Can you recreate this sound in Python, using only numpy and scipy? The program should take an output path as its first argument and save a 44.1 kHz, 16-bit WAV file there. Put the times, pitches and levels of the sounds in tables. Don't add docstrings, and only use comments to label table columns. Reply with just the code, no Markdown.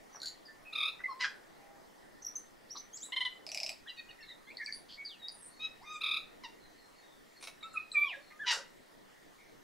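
import sys
import numpy as np
from scipy import signal
from scipy.fft import rfft, irfft, next_fast_len
from scipy.io import wavfile
from scipy.ndimage import uniform_filter1d, map_coordinates

SR = 44100
rng = np.random.default_rng(int(sys.argv[2]) if len(sys.argv) > 2 else 0)


def file_out(sig):
    cols = np.atleast_2d(sig).T
    lim = np.clip(cols, -1, 1)
    pcm = np.round(lim * 32767).astype(np.int16)
    wavfile.write(sys.argv[1], SR, pcm)


def decibels_to_gain(level_db):
    exponent = np.asarray(level_db, float) / 20
    return 10 ** exponent


N = 424683
TOP_HZ = 15750

# [pitch_hz, level_db per hz]
AIR_MID = [(20, -0.5), (59, -13.5), (310, -3), (1690, -12), (1830, -5), (2560, -17.5), (4230, -16.5),
           (15700, -28.5)]
# [pitch_hz, level_db per hz]
AIR_SIDE = [(20, -48), (59, -22), (260, -5.5), (560, -9), (1600, -17), (3000, -25.5), (6000, -34),
            (15700, -39.5)]
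AIR_DB = -67
# [time_s, level_db]
TRAFFIC = [
    (0, -65.5),
    (.6, -65.5),
    (1.6, -63.5),
    (2.2, -69),
    (3.5, -72),
    (4.2, -89),
    (7.3, -88),
    (9.63, -92),
]
# [centre_hz, width_hz, level_db]
ROAD_RESONANCE = [(620, 720, 0)]

# [start_s, length_s, pitch_hz, level_db]
FAR_BIRDS = [(1.589, 0.29, 650, -70), (1.55, 0.25, 807, -66.5), (6.583, 0.14, 4070, -63),
             (6.758, 0.13, 4170, -63), (6.945, 0.077, 4360, -63), (7.0, 0.19, 3670, -64.5),
             (7.313, 0.12, 4370, -65.5), (7.67, 0.19, 4100, -60), (8.196, 0.11, 4310, -60.5),
             (9.376, 0.11, 2195, -59), (5.48, 0.19, 4310, -62)]
FAR_SAG = 0.033
FAR_BLUR_HZ = 150

# [pitch_hz, t60_s]
TREE_DECAY = [(500, 0.42), (2000, 0.39), (6000, 0.26), (12000, 0.11)]
# [delay_s, level_db]
ECHOES = [
    (.004, -26),
    (.009, -4),
    (.016, -8),
    (.04, -19),
]
ECHO_TOP_HZ = 4500
LEAF_T60_S, LEAF_DB, LEAF_HZ = 0.23, -1, 5000

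# delay_s, length_s, first_hz, middle_hz, last_hz, level_db
GULP = (.003, .023, 930, 650, 630, -45)

# [time_s, level_db, pitch_hz, throat_drop (0-1)]
BARKS = [
    [(1.192, -62, 991.4, 0.1), (1.211, -35, 1004, 0.1), (1.233, -40, 990, 0.3), (1.249, -33.5, 817, 0.99),
     (1.275, -46.5, 780, 1)],
    [(8.453, -65, 999, 0.01), (8.466, -37, 985.6, 0), (8.488, -28, 968.5, 0.01), (8.502, -30.5, 950, 0),
     (8.514, -28, 935.5, 0.03), (8.523, -34, 933.5, 0.4), (8.545, -40, 880, .8), (8.565, -48, 766, 0.99),
     (8.63, -64, 400, 1)],
]
# [pitch_hz, level_db per hz]
BARK_THROATS = [
    ([(600, -40), (838, -39), (954, -6), (1480, -15), (1960, 7.5), (3500, -9), (4240, 2.5), (13000, -49)], [(800, -31), (1550, -1), (2470, -22), (3280, -13.5), (4080, -33), (4950, -15.5), (6240, -30), (13000, -67)]),
    ([(600, -35), (700, -33), (890, -7), (1200, -14), (1810, -2.5), (3030, 0), (5740, -8.5), (15500, -90)], [(200, -56), (400, -4.5), (900, -9), (1500, 6), (2300, -40), (4800, -3), (7500, -10), (15500, -33.5)]),
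]
STUTTER_HZ = (235, 295)
DROPPED_STUTTER_HZ, BARK_NOISE = 155, .46

# [start_s, length_s, pitch_hz, level_db]
WHEEZES = [(2.365, .041, 9338, -68), (2.749, 0.014, 1100, -48), (2.753, 0.026, 4180, -50),
           (3.02, 0.061, 10240, -64), (4.61, 0.17, 5850, -66.5), (4.649, .02, 8000, -63),
           (4.883, 0.089, 4480, -55.5), (4.884, 0.072, 3276, -57), (5.45, 0.045, 8900, -60),
           (7.402, 0.07, 9100, -59.5), (7.733, .03, 9900, -67), (7.95, 0.23, 3500, -58),
           (8.3, 0.033, 2000, -58), (5.6, 0.074, 3130, -65), (5.92, .06, 7400, -64), (7.95, .1, 12000, -66),
           (2.25, .03, 12000, -62), (3.085, .01, 1030, -60), (1, .015, 1400, -53)]
WHEEZE_WIDTH_HZ, WHEEZE_WIDENS = 180, 0.13

# [time_s, peak_db]
TICKS = [
    (.2019, -43),
    (.2177, -32),
    (.2315, -32),
    (.2458, -39),
    (.2580, -30),
    (.2712, -33),
    (.2822, -32),
]
# [centre_hz, width_hz, level_db]
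TICK_THROAT = [(4290, 530, 4.5), (6980, 740, -5), (9450, 3600, -20.5)]
# [time_s, peak_db, low_hz, high_hz]
KNOCKS = [
    (3.4658, -32, 2490, 5150),
    (3.4904, -33, 2280, 4604),
    (3.5173, -29, 2640, 5520),
    (3.5464, -25.5, 2460, 5260),
    (3.574, -25, 2380, 4950),
    (3.6015, -26, 2580, 5400),
    (3.6325, -23, 2360, 5000),
    (3.6633, -26.5, 2620, 5340),
    (3.6926, -25, 2530, 5000),
    (3.7176, -38.5, 2600, 4500),
]
# [centre_hz, width_hz, level_db]
KNOCK_THROAT = [(2496, 470, -2.5), (5180, 740, 0.5), (4000, 300, -10.5), (7650, 410, -10),
                (9800, 2600, -20.5)]
KNOCK_FLOOR_HZ = 1900
# [time_s, peak_db]
SCRAPES = [
    (7.4104, -47.5),
    (7.4261, -37.5),
    (7.439, -39),
    (7.4505, -42.5),
    (7.4718, -33),
    (7.4834, -42),
]
# [centre_hz, width_hz, level_db]
SCRAPE_THROAT = [(1200, 2600, -3.5), (2280, 540, 1.5), (3730, 630, 4.5), (5530, 980, 0.5),
                 (9200, 2100, -10.5), (13010, 3700, -36)]
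# [centre_hz, width_hz, level_db]
STROKE_THROAT = [(2000, 1600, -8.5), (3510, 500, 12.5), (4100, 601, -29)]
SNAP_SWEEP = 1.8
SNAP_TOP_HZ = 7500
# [time_s, peak_db, pitch_hz]
POPS = [
    (.1478, -37, 1050),
    (.1478, -42, 1600),
    (.1692, -38, 1200),
    (.1692, -43, 800),
    (5.285, -54, 9200),
    (7.627, -43, 2300),
    (7.629, -44, 4200),
]
POP_T60_S = .008

# [start_s, level_db]
TRILL = [(0.724, -42.5), (.749, -37), (.775, -36), (.799, -35), (.823, -33.5), (.849, -34.5), (.874, -36),
         (6.006, -38), (6.031, -34.5), (6.056, -35), (6.08, -35.5), (6.106, -34), (6.132, -35), (6.16, -35)]
# length_s, first_hz, middle_hz, last_hz
CHIRP = (.019, 1050, 1240, 1340)
CHIRP_PARTIALS = [-11, -0.5, 1.5, -17.5, -32.5, -50, -48, -36, -44, -44, -46]
# [centre_hz, width_hz, level_db]
TRILL_THROAT = [(1250, 700, 0), (2350, 900, 1), (3720, 520, 3), (5000, 1400, 2), (10000, 9000, 8)]
TRILL_OPENS, TRILL_SCATTER = 1.05, .008

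# [start_s, length_s, pitch_hz, level_db]
HELD = [(0.125, 0.029, 6000, -57), (0.152, 0.019, 5750, -47), (0.475, 0.052, 1782, -53),
        (0.989, 0.028, 1964, -50), (2.247, 0.0062, 5800, -36), (2.264, 0.013, 5780, -33),
        (2.354, 0.021, 6170, -34.5), (2.769, 0.044, 6050, -44), (3.88, 0.04, 3970, -48.5),
        (3.89, 0.031, 4860, -60), (4.204, 0.025, 2720, -55), (4.205, .0226, 5420, -64),
        (4.228, 0.037, 2170, -58), (4.601, 0.037, 2120, -43.5), (4.724, 0.0038, 4650, -31),
        (4.744, 0.0046, 4670, -39), (4.752, 0.03, 10180, -51.5), (4.972, 0.061, 2217, -45.5),
        (5.477, 0.038, 10830, -64), (7.917, 0.0045, 4050, -35), (7.608, .016, 3890, -55),
        (7.627, 0.021, 3760, -42.5), (7.628, 0.011, 2280, -47.5), (7.628, 0.026, 7380, -63),
        (7.818, 0.015, 2514, -45.5)]
# [start_s, length_s, first_hz, last_hz, level_db]
RISES = [(2.219, 0.017, 5570, 6530, -48), (2.69, 0.024, 3340, 5660, -57), (2.704, 0.032, 5420, 6020, -42),
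         (2.767, 0.013, 2700, 5900, -44), (2.928, 0.058, 5850, 7900, -44.5),
         (3.001, 0.055, 5400, 8000, -44), (3.05, 0.028, 7950, 8100, -49.5), (3.018, 0.033, 3050, 4050, -52),
         (3.045, 0.024, 3950, 3900, -49), (5.838, 0.0215, 2000, 2200, -57),
         (3.855, 0.033, 1384, 1950, -51.5), (3.882, 0.037, 1900, 2000, -53), (3.872, 0.02, 3200, 3950, -57),
         (4.261, .014, 3450, 4000, -60), (4.463, 0.035, 3050, 3600, -62), (4.465, 0.029, 1560, 1760, -62),
         (4.446, 0.046, 4080, 4250, -70), (4.545, .014, 3400, 4500, -62), (2.92, 0.042, 3000, 3510, -62),
         (4.284, 0.019, 3500, 4030, -51), (4.282, 0.029, 1840, 2100, -56), (4.676, 0.041, 1683, 1820, -48),
         (4.745, 0.0085, 7900, 10200, -48), (5.283, 0.004, 4250, 5000, -32.5),
         (5.813, .0485, 4012, 6000, -64)]
# [start_s, length_s, first_hz, last_hz, level_db]
FALLS = [(0.453, 0.029, 5000, 4600, -50.5), (2.971, 0.009, 6600, 4100, -45.5),
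         (3.871, 0.031, 3600, 2870, -46.5), (3.891, 0.029, 2880, 2746, -45.5),
         (4.183, 0.068, 2000, 1710, -55.5), (4.223, 0.029, 4520, 4030, -52.5),
         (4.224, 0.035, 3800, 3600, -62), (4.266, 0.035, 4180, 3710, -55), (4.302, 0.034, 2020, 1777, -53),
         (4.299, 0.0344, 4080, 3590, -48.5), (4.57, 0.0055, 4900, 3800, -37.5),
         (4.58, 0.067, 2040, 1708, -42.5), (4.644, 0.0074, 5830, 5300, -52),
         (4.66, 0.0048, 5100, 4350, -33), (4.663, 0.053, 2516, 2013, -44.5),
         (4.726, 0.022, 9800, 8300, -57), (5.048, 0.032, 4950, 4450, -39.5), (5.072, 0.1, 4550, 2510, -51),
         (5.397, 0.09, 8820, 8050, -57), (7.916, 0.026, 8550, 7900, -50.5)]
# [start_s, length_s, first_hz, last_hz, level_db]
FLICKS = [(.228, 0.018, 1493, 1750, -50.5), (.647, 0.08, 2577, 2380, -51.5),
          (4.087, 0.019, 2820, 2500, -51.5), (4.471, 0.055, 2134, 2860, -50),
          (4.488, 0.029, 4050, 5000, -62), (5.31, 0.077, 9640, 8200, -55),
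          (5.381, 0.068, 10800, 9550, -60.5), (5.436, 0.059, 9150, 8400, -54),
          (7.73, 0.01, 7500, 6861, -56.5)]
SWOOP_HALFWAY, FLICK_HALFWAY = .67, 0.071
OVERTONE_DB = -30

# [start_s, length_s, first_hz, middle_hz, last_hz]
CHIMES = [(1.08, 0.053, 1130, 1074, 1036), (5.593, 0.076, 1240, 1270, 1260), (5.799, 0.041, 670, 830, 1188),
          (5.847, 0.13, 1200, 1244, 1217), (6.436, 0.0323, 1084, 937, 920),
          (7.626, 0.053, 1230, 1320, 1323), (7.74, 0.056, 1350, 1250, 1250), (8.15, 0.052, 533, 567, 603),
          (8.307, 0.076, 1220, 1230, 1250), (8.392, 0.061, 1602, 1735, 1390), (8.57, 0.036, 502, 499, 620),
          (5.192, 0.098, 4000, 3773, 3900)]
CHIME_PARTIALS = [(-35, -69, -74, -56, -62), (-53, -41.5, -37.5, -57, -65.5), (-54.5,),
                  (-47, -47.5, -51, -60.5, -58.5), (-48.5, -50, -50, -50.5, -54, -59.5),
                  (-47.5, -61.5, -66.5), (-43, -55, -64), (-55,), (-61.5,), (-40.5, -58.5), (-50.5,),
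                  (-46.5,)]
EARLY_CREST, LATE_CREST = 0.75, 0.48
# [start_s, length_s, level_db]
HOLLOW = [
    (3.959, 0.05, -47.5),
    (4.098, 0.021, -55),
]
HOLLOW_HZ = 627.3
HOLLOW_PARTIALS = [-4.5, 1.5, -28, -2.5, -2.5]
# [start_s, level_db, first_hz, held_hz]
PEAL = [
    (3.121, -35.5, 936, 1038),
    (3.162, -30, 954, 1040),
    (3.204, -30, 941, 1037),
    (3.25, -31, 1028, 1023),
]
STROKE_S, STROKE_HALFWAY = .019, .8
STROKE_PARTIALS = [-15, -3, -1, -8.5, -30, -36, -57, -45, -33.5, -35.5]

# [time_s, pitch_hz, level_db, throat_focus_hz]
BELL = [
    (7.935, 1288, -63, 2400),
    (7.95, 1225, -33, 2420),
    (7.958, 1197, -24, 2395),
    (7.963, 1182, -30, 2365),
    (7.97, 1168, -21.5, 2340),
    (7.987, 1168, -22, 2340),
    (8.006, 1170, -29, 2340),
    (8.021, 1172, -22, 2345),
    (8.037, 1178, -22.5, 2356),
]
# [time_s, pitch_hz, level_db, throat_focus_hz]
SLIDE = [
    (8.045, 1164, -41, 3000),
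    (8.063, 1127, -47, 3330),
    (8.08, 1087, -43, 3230),
    (8.095, 972, -40.5, 2900),
    (8.112, 812, -38, 2420),
    (8.128, 676, -46, 2050),
    (8.139, 563, -43.5, 1700),
    (8.155, 546, -50.5, 1640),
    (8.195, 580, -66, 1720),
    (8.211, 570, -74, 1750),
]
BELL_FOCUS_HZ = 240
BELL_LEAK = [-43, -64, -62, -68, -82, -84, -84, -80]
UPPER_FOCUS, UPPER_DB = 5 / 3, -17
SLIDE_ROUGH = .3
BELL_ECHO_DB, SLIDE_ECHO_DB = -11, -1
BELL_PAN_DB = -.8
# [start_s, length_s, pitch_hz, level_db]
PIPS = [
    (1.036, 0.0194, 2016, -29.5),
    (1.054, 0.015, 2053, -30),
    (7.757, 0.021, 2520, -36.5),
    (7.766, 0.018, 2520, -27),
    (7.791, 0.024, 2520, -38.5),
    (8.042, .01, 2374, -26),
    (8.053, .012, 2368, -32),
    (8.065, 0.014, 2368, -32),
    (7.944, .035, 1860, -48),
    (7.76, 0.037, 2200, -54.5),
]
PIP_ECHO_DB = -6


def unit(x):
    return x / np.sqrt(np.mean(x ** 2) + 1e-20)


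def along(points, hz):
    f, v = np.transpose(points)
    return np.interp(np.log(hz + 1), np.log(f + 1), v)


def wobble(count, rate):
    knots = rng.standard_normal(int(count / SR * 1000) + 8)
    return map_coordinates(knots, [np.arange(count) * min(rate, 1000) / SR])


def filtered(x, response):
    m = next_fast_len(x.shape[-1] + SR // 4)
    return irfft(rfft(x, m) * response(np.fft.rfftfreq(m, 1 / SR)), m)[..., :x.shape[-1]]


def resonances(modes):
    return lambda f: sum(decibels_to_gain(db) * (1j * f * w / (c * c - f * f + 1j * f * w)) ** 2 for c, w, db in modes)


def add(track, s, sound):
    track[round(s * SR):][:len(sound)] += sound


def note(length, first_hz, mid_hz, last_hz, partials_db, crest, flutter_db, rough, edge, order=1):
    u = np.arange(round(length * SR)) / round(length * SR)
    pitch = np.polyval(np.polyfit([0, .5, 1], [first_hz, mid_hz, last_hz], 2), u)
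    phase = 2 * np.pi * np.cumsum(pitch * (1 + 0.011 * wobble(len(u), 160.7))) / SR

    def breath():
        flutter = decibels_to_gain(flutter_db * wobble(len(u), 86.7))
        return unit(flutter * (1 + rough * wobble(len(u), 505.0)))

    tone = sum(decibels_to_gain(db) * breath() * np.sin((order + k) * phase) for k, db in enumerate(partials_db))
    bend = np.log(.5) / np.log(np.clip(crest, .1, .9))
    return tone * np.sin(np.pi * u ** bend) ** abs(edge)


def air():
    z = signal.stft(rng.standard_normal((2, N)), nperseg=512)[2]
    patches = uniform_filter1d(uniform_filter1d(rng.standard_normal(z.shape[1:]), 6, 0), 14, 1)
    pair = signal.istft(z * decibels_to_gain(1.86 * unit(patches)), nperseg=512)[1][:, :N]
    mid, side = filtered(pair, lambda hz: decibels_to_gain([along(AIR_MID, hz), along(AIR_SIDE, hz)]))
    mid, side = unit(mid) * decibels_to_gain(4.5), unit(side) * decibels_to_gain(5.5)
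    return decibels_to_gain(AIR_DB) * np.array([mid + side, mid - side])


def road():
    s, db = np.transpose(TRAFFIC)
    drone = unit(filtered(rng.standard_normal((2, N)), resonances(ROAD_RESONANCE)))
    return decibels_to_gain(np.interp(np.arange(N) / SR, s, db)) * drone


def far_birds():
    out = np.zeros(N + SR)
    for s, length, hz, db in FAR_BIRDS:
        blurred = s > 5
        first, last = hz * (1 + FAR_SAG * blurred), hz * (1 - FAR_SAG * blurred)
        call = note(length, first, hz, last, [db - 5.5 * blurred], .4, flutter_db=3.5, rough=.15, edge=.6)
        if blurred:
            call = call * unit(wobble(len(call), 2 * FAR_BLUR_HZ))
        add(out, s, call)
    return out


def trees(x, alike, piece=SR // 4):
    out, x = np.zeros((2, N + 3 * SR)), np.pad(x, (piece, 2 * piece))
    fade = np.sin(np.pi * np.arange(2 * piece) / (2 * piece))
    for a in range(0, N + piece, piece):
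        hz, t, z = signal.stft(rng.standard_normal((2, SR // 2)), SR, nperseg=256)
        tail = signal.istft(z * decibels_to_gain(-60 * t / along(TREE_DECAY, hz)[:, None]), SR, nperseg=256)[1]
        mid, side = tail / np.linalg.norm(tail[0])
        side = (1 - alike) * side
        wet = signal.fftconvolve(x[None, a:a + 2 * piece] * fade, [mid + side, mid - side], axes=1)
        out[:, a + 130:a + 130 + wet.shape[1]] += wet
    return out[:, piece:piece + N]


def leaves(x):
    t = np.arange(SR // 5) / SR
    tail = rng.standard_normal((3, len(t))) * decibels_to_gain(-60 * t / LEAF_T60_S) * (t > .002)
    tail = (tail[0] + 0.54 * tail[1:]) / np.linalg.norm(tail[0])
    high = filtered(x, lambda f: (1j * f / LEAF_HZ / (1 + 1j * f / LEAF_HZ)) ** 2)
    return decibels_to_gain(LEAF_DB) * signal.fftconvolve(high[None], tail, axes=1)[:, :N]


def trunks(x):
    out = np.zeros((2, N))
    dull = filtered(x, lambda f: 1 / (1 + 1j * f / ECHO_TOP_HZ) ** 2)
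    for k, (delay, db) in enumerate(ECHOES):
        lean = np.array([[1.5], [-1.5]]) * (-1) ** k
        out += decibels_to_gain(db + lean) * np.pad(dull, (round(delay * SR), 0))[:N]
    return out


def gulps():
    out = np.zeros(N + SR)
    delay, *shape, hum_db = GULP
    for s, db, *_ in KNOCKS:
        level = hum_db + 0.5 * (db + 14) + rng.normal(0, 1.5)
        hum = note(*shape, [level], .5, flutter_db=1.5, rough=.15, edge=.5)
        add(out, s + delay + rng.normal(0, .0015), hum)
    return out


def wheezes():
    out = np.zeros(N + SR)
    for s, length, hz, db in WHEEZES:
        breath = rng.standard_normal(round(length * SR))
        throat = resonances([(hz, WHEEZE_WIDTH_HZ + WHEEZE_WIDENS * hz, 0)])
        add(out, s, decibels_to_gain(db) * np.hanning(len(breath)) ** 0.3 * unit(filtered(breath, throat)))
    return out


def barks():
    out = np.zeros(N + SR)
    for rows, (early, late), rate in zip(BARKS, BARK_THROATS, STUTTER_HZ):
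        s, *cols = np.transpose(rows)
        t = np.arange(s[0], s[-1], 1 / SR)
        db, pitch, drop = [np.interp(t, s, c) for c in cols]
        drop = np.clip(drop, 0, 1)
        cycles = np.cumsum(pitch * (1 + .028 * wobble(len(t), 400))) / SR
        pulses = unit(sum(np.cos(2 * np.pi * k * cycles + .16 * k * k) for k in range(1, 15)))
        noise = np.tanh(rng.standard_normal(len(t)))
        source = np.sqrt(1 - BARK_NOISE) * pulses + np.sqrt(BARK_NOISE) * noise
        stutter = rate + drop * (DROPPED_STUTTER_HZ - rate)
        beat = np.cumsum(stutter * (1 + 0.23 * wobble(len(t), 200))) / SR % 1
        source *= .22 + np.exp(-3.6 * beat)
        a, b = [unit(filtered(source, lambda f: decibels_to_gain(along(c, f)))) for c in (early, late)]
        add(out, s[0], decibels_to_gain(db) * (np.sqrt(1 - drop) * a + np.sqrt(drop) * b))
    return out


def snap(throat, puff_db, floor_hz):
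    t = np.arange(SR // 10) / SR
    spike = filtered(1. * (t == 0), lambda f: 1 / (1 + 1j * f / SNAP_TOP_HZ) ** 2)
    puff = decibels_to_gain(puff_db - 60 * t / .04) * rng.standard_normal(len(t))
    modes = [(c * decibels_to_gain(rng.normal(0, .12)), w, db + rng.normal(0, 1.5)) for c, w, db in throat]
    ring = filtered(spike + puff, resonances(modes))

    def slide(f):
        late = np.exp(-2j * np.pi * SNAP_SWEEP * (np.log1p(f) - f / TOP_HZ))
        return late / (1 + (floor_hz / (f + 1)) ** 6)

    ring = filtered(ring, slide)
    return ring / abs(ring).max()


def rattles():
    out = np.zeros(N + SR)
    strikes = [(s, db - 2) for s, db, *_ in PEAL]
    for rattle, throat, puff_db in ((TICKS, TICK_THROAT, -25), (KNOCKS, KNOCK_THROAT, -28),
                                    (SCRAPES, SCRAPE_THROAT, -12), (strikes, STROKE_THROAT, -5)):
        for s, db, *moved in rattle:
            tuned = [(hz, *mode[1:]) for hz, mode in zip(moved, throat)] + list(throat[len(moved):])
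            ring = snap(tuned, puff_db, KNOCK_FLOOR_HZ if moved else 0)
            add(out, s - SNAP_SWEEP / 6000, decibels_to_gain(db) * ring)
    return out


def pops():
    out, t = np.zeros(N + SR), np.arange(SR // 10) / SR
    for s, db, hz in POPS:
        envelope = decibels_to_gain(db - 60 * t / POP_T60_S) * (1 - np.exp(-t / .0004))
        add(out, s, envelope * np.sin(2 * np.pi * hz * t))
    return out


def trill():
    out = np.zeros(N + SR)
    for k, (s, db) in enumerate(TRILL):
        factor = (TRILL_OPENS if k % 7 == 0 else 1) + rng.normal(0, TRILL_SCATTER)
        pitches = np.multiply(CHIRP[1:], factor)
        chirp = note(CHIRP[0], *pitches, CHIRP_PARTIALS, .55, flutter_db=1.5, rough=.22, edge=1.3)
        add(out, s, decibels_to_gain(db + 4.5) * chirp)
    return filtered(out, resonances(TRILL_THROAT))


def whistles():
    out = np.zeros(N + SR)
    held = [(s, length, hz, hz, db) for s, length, hz, db in HELD]
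    swoops = held + list(RISES) + list(FALLS)
    for rows, halfway in ((swoops, SWOOP_HALFWAY), (FLICKS, FLICK_HALFWAY)):
        for s, length, first, last, db in rows:
            crest = 0.43 * (last / first) ** 0.39
            rough = 0.34 + 0.18 * (4.5 < s < 4.8 or first > 8000) - 0.07 * (3.8 < s < 4.5)
            middle = first + halfway * (last - first)
            add(out, s, note(length, first, middle, last, [db, db + OVERTONE_DB], crest,
                             flutter_db=2, rough=rough, edge=.8))
    return out


def chimes():
    out = np.zeros(N + SR)
    for (s, *shape), partials in zip(CHIMES, CHIME_PARTIALS):
        crest = EARLY_CREST if s < 6 else LATE_CREST
        add(out, s, note(*shape, partials, crest, flutter_db=2.5, rough=0.12, edge=0.32))
    for s, length, db in HOLLOW:
        tone = note(length, *[HOLLOW_HZ] * 3, HOLLOW_PARTIALS, 0.71,
                    flutter_db=3.5, rough=0.16, edge=0.84, order=3)
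        add(out, s, decibels_to_gain(db) * tone)
    return out


def peal():
    out = np.zeros(N + SR)
    for s, db, first, last in PEAL:
        middle = first + STROKE_HALFWAY * (last - first)
        stroke = note(STROKE_S, first, middle, last, STROKE_PARTIALS, .6, flutter_db=1.2, rough=.14, edge=.4)
        add(out, s, decibels_to_gain(db) * stroke)
    return out


def pips():
    out = np.zeros(N + SR)
    for s, length, hz, db in PIPS:
        add(out, s, note(length, hz, hz, hz, [db, db - 40], .55, flutter_db=1, rough=.05, edge=1.2))
    return out


def bell():
    out = np.zeros(N + SR)
    s, *cols = np.transpose(list(BELL) + list(SLIDE))
    t = np.arange(s[0], s[-1], 1 / SR)
    pitch, db, focus = [np.interp(t, s, c) for c in cols]
    phase = 2 * np.pi * np.cumsum(pitch) / SR
    fade = np.sin(np.pi * ((t - s[0]) / (s[-1] - s[0])) ** .5) ** .8 * (pitch / pitch[0]) ** 2
    sliding = np.clip((t - SLIDE[0][0]) / .03, 0, 1)

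    def near(hz):
        return 1 / (1 + (hz / BELL_FOCUS_HZ) ** 2) ** 2

    tone = 0
    for k in range(1, 9):
        upper = decibels_to_gain(UPPER_DB) * fade * near(k * pitch - UPPER_FOCUS * focus)
        leak = fade * decibels_to_gain(BELL_LEAK[k - 1] + 4 * wobble(len(t), 60))
        size = decibels_to_gain(db) * (near(k * pitch - focus) + upper) + leak
        husk = 1 + SLIDE_ROUGH * sliding * wobble(len(t), 300)
        tone = tone + size * husk * np.sin(k * phase)
    add(out, s[0], tone)
    turn_s = [SLIDE[1][0], SLIDE[2][0]]
    share_db = np.interp(np.arange(len(out)) / SR, turn_s, [BELL_ECHO_DB, SLIDE_ECHO_DB])
    return out[:N], (out * decibels_to_gain(share_db))[:N]


def scene():
    far, hum, pip = far_birds()[:N], gulps()[:N], pips()[:N]
    song = (whistles() + chimes() + peal() + trill() + rattles() + pops() + barks() + wheezes())[:N]
    ring, ring_sent = bell()
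    turned = decibels_to_gain([[BELL_PAN_DB], [-BELL_PAN_DB]])
    direct = song + hum + (pip + ring) * turned
    sent = song + ring_sent + decibels_to_gain(BELL_ECHO_DB) * hum + decibels_to_gain(PIP_ECHO_DB) * pip
    out = air() + road()
    out += decibels_to_gain(1.5) * trees(far, alike=0.725) + decibels_to_gain(-7) * far
    out += decibels_to_gain(-10.5) * trees(sent, alike=.6) + leaves(sent) + trunks(sent)
    return out + direct


def top_cut(x):
    return signal.sosfilt(signal.butter(12, 16240, fs=SR, output="sos"), x)


def record(dry):
    mix = filtered(dry, lambda hz: hz < TOP_HZ)
    return top_cut(mix)


dry = scene()
out = record(dry)
file_out(out)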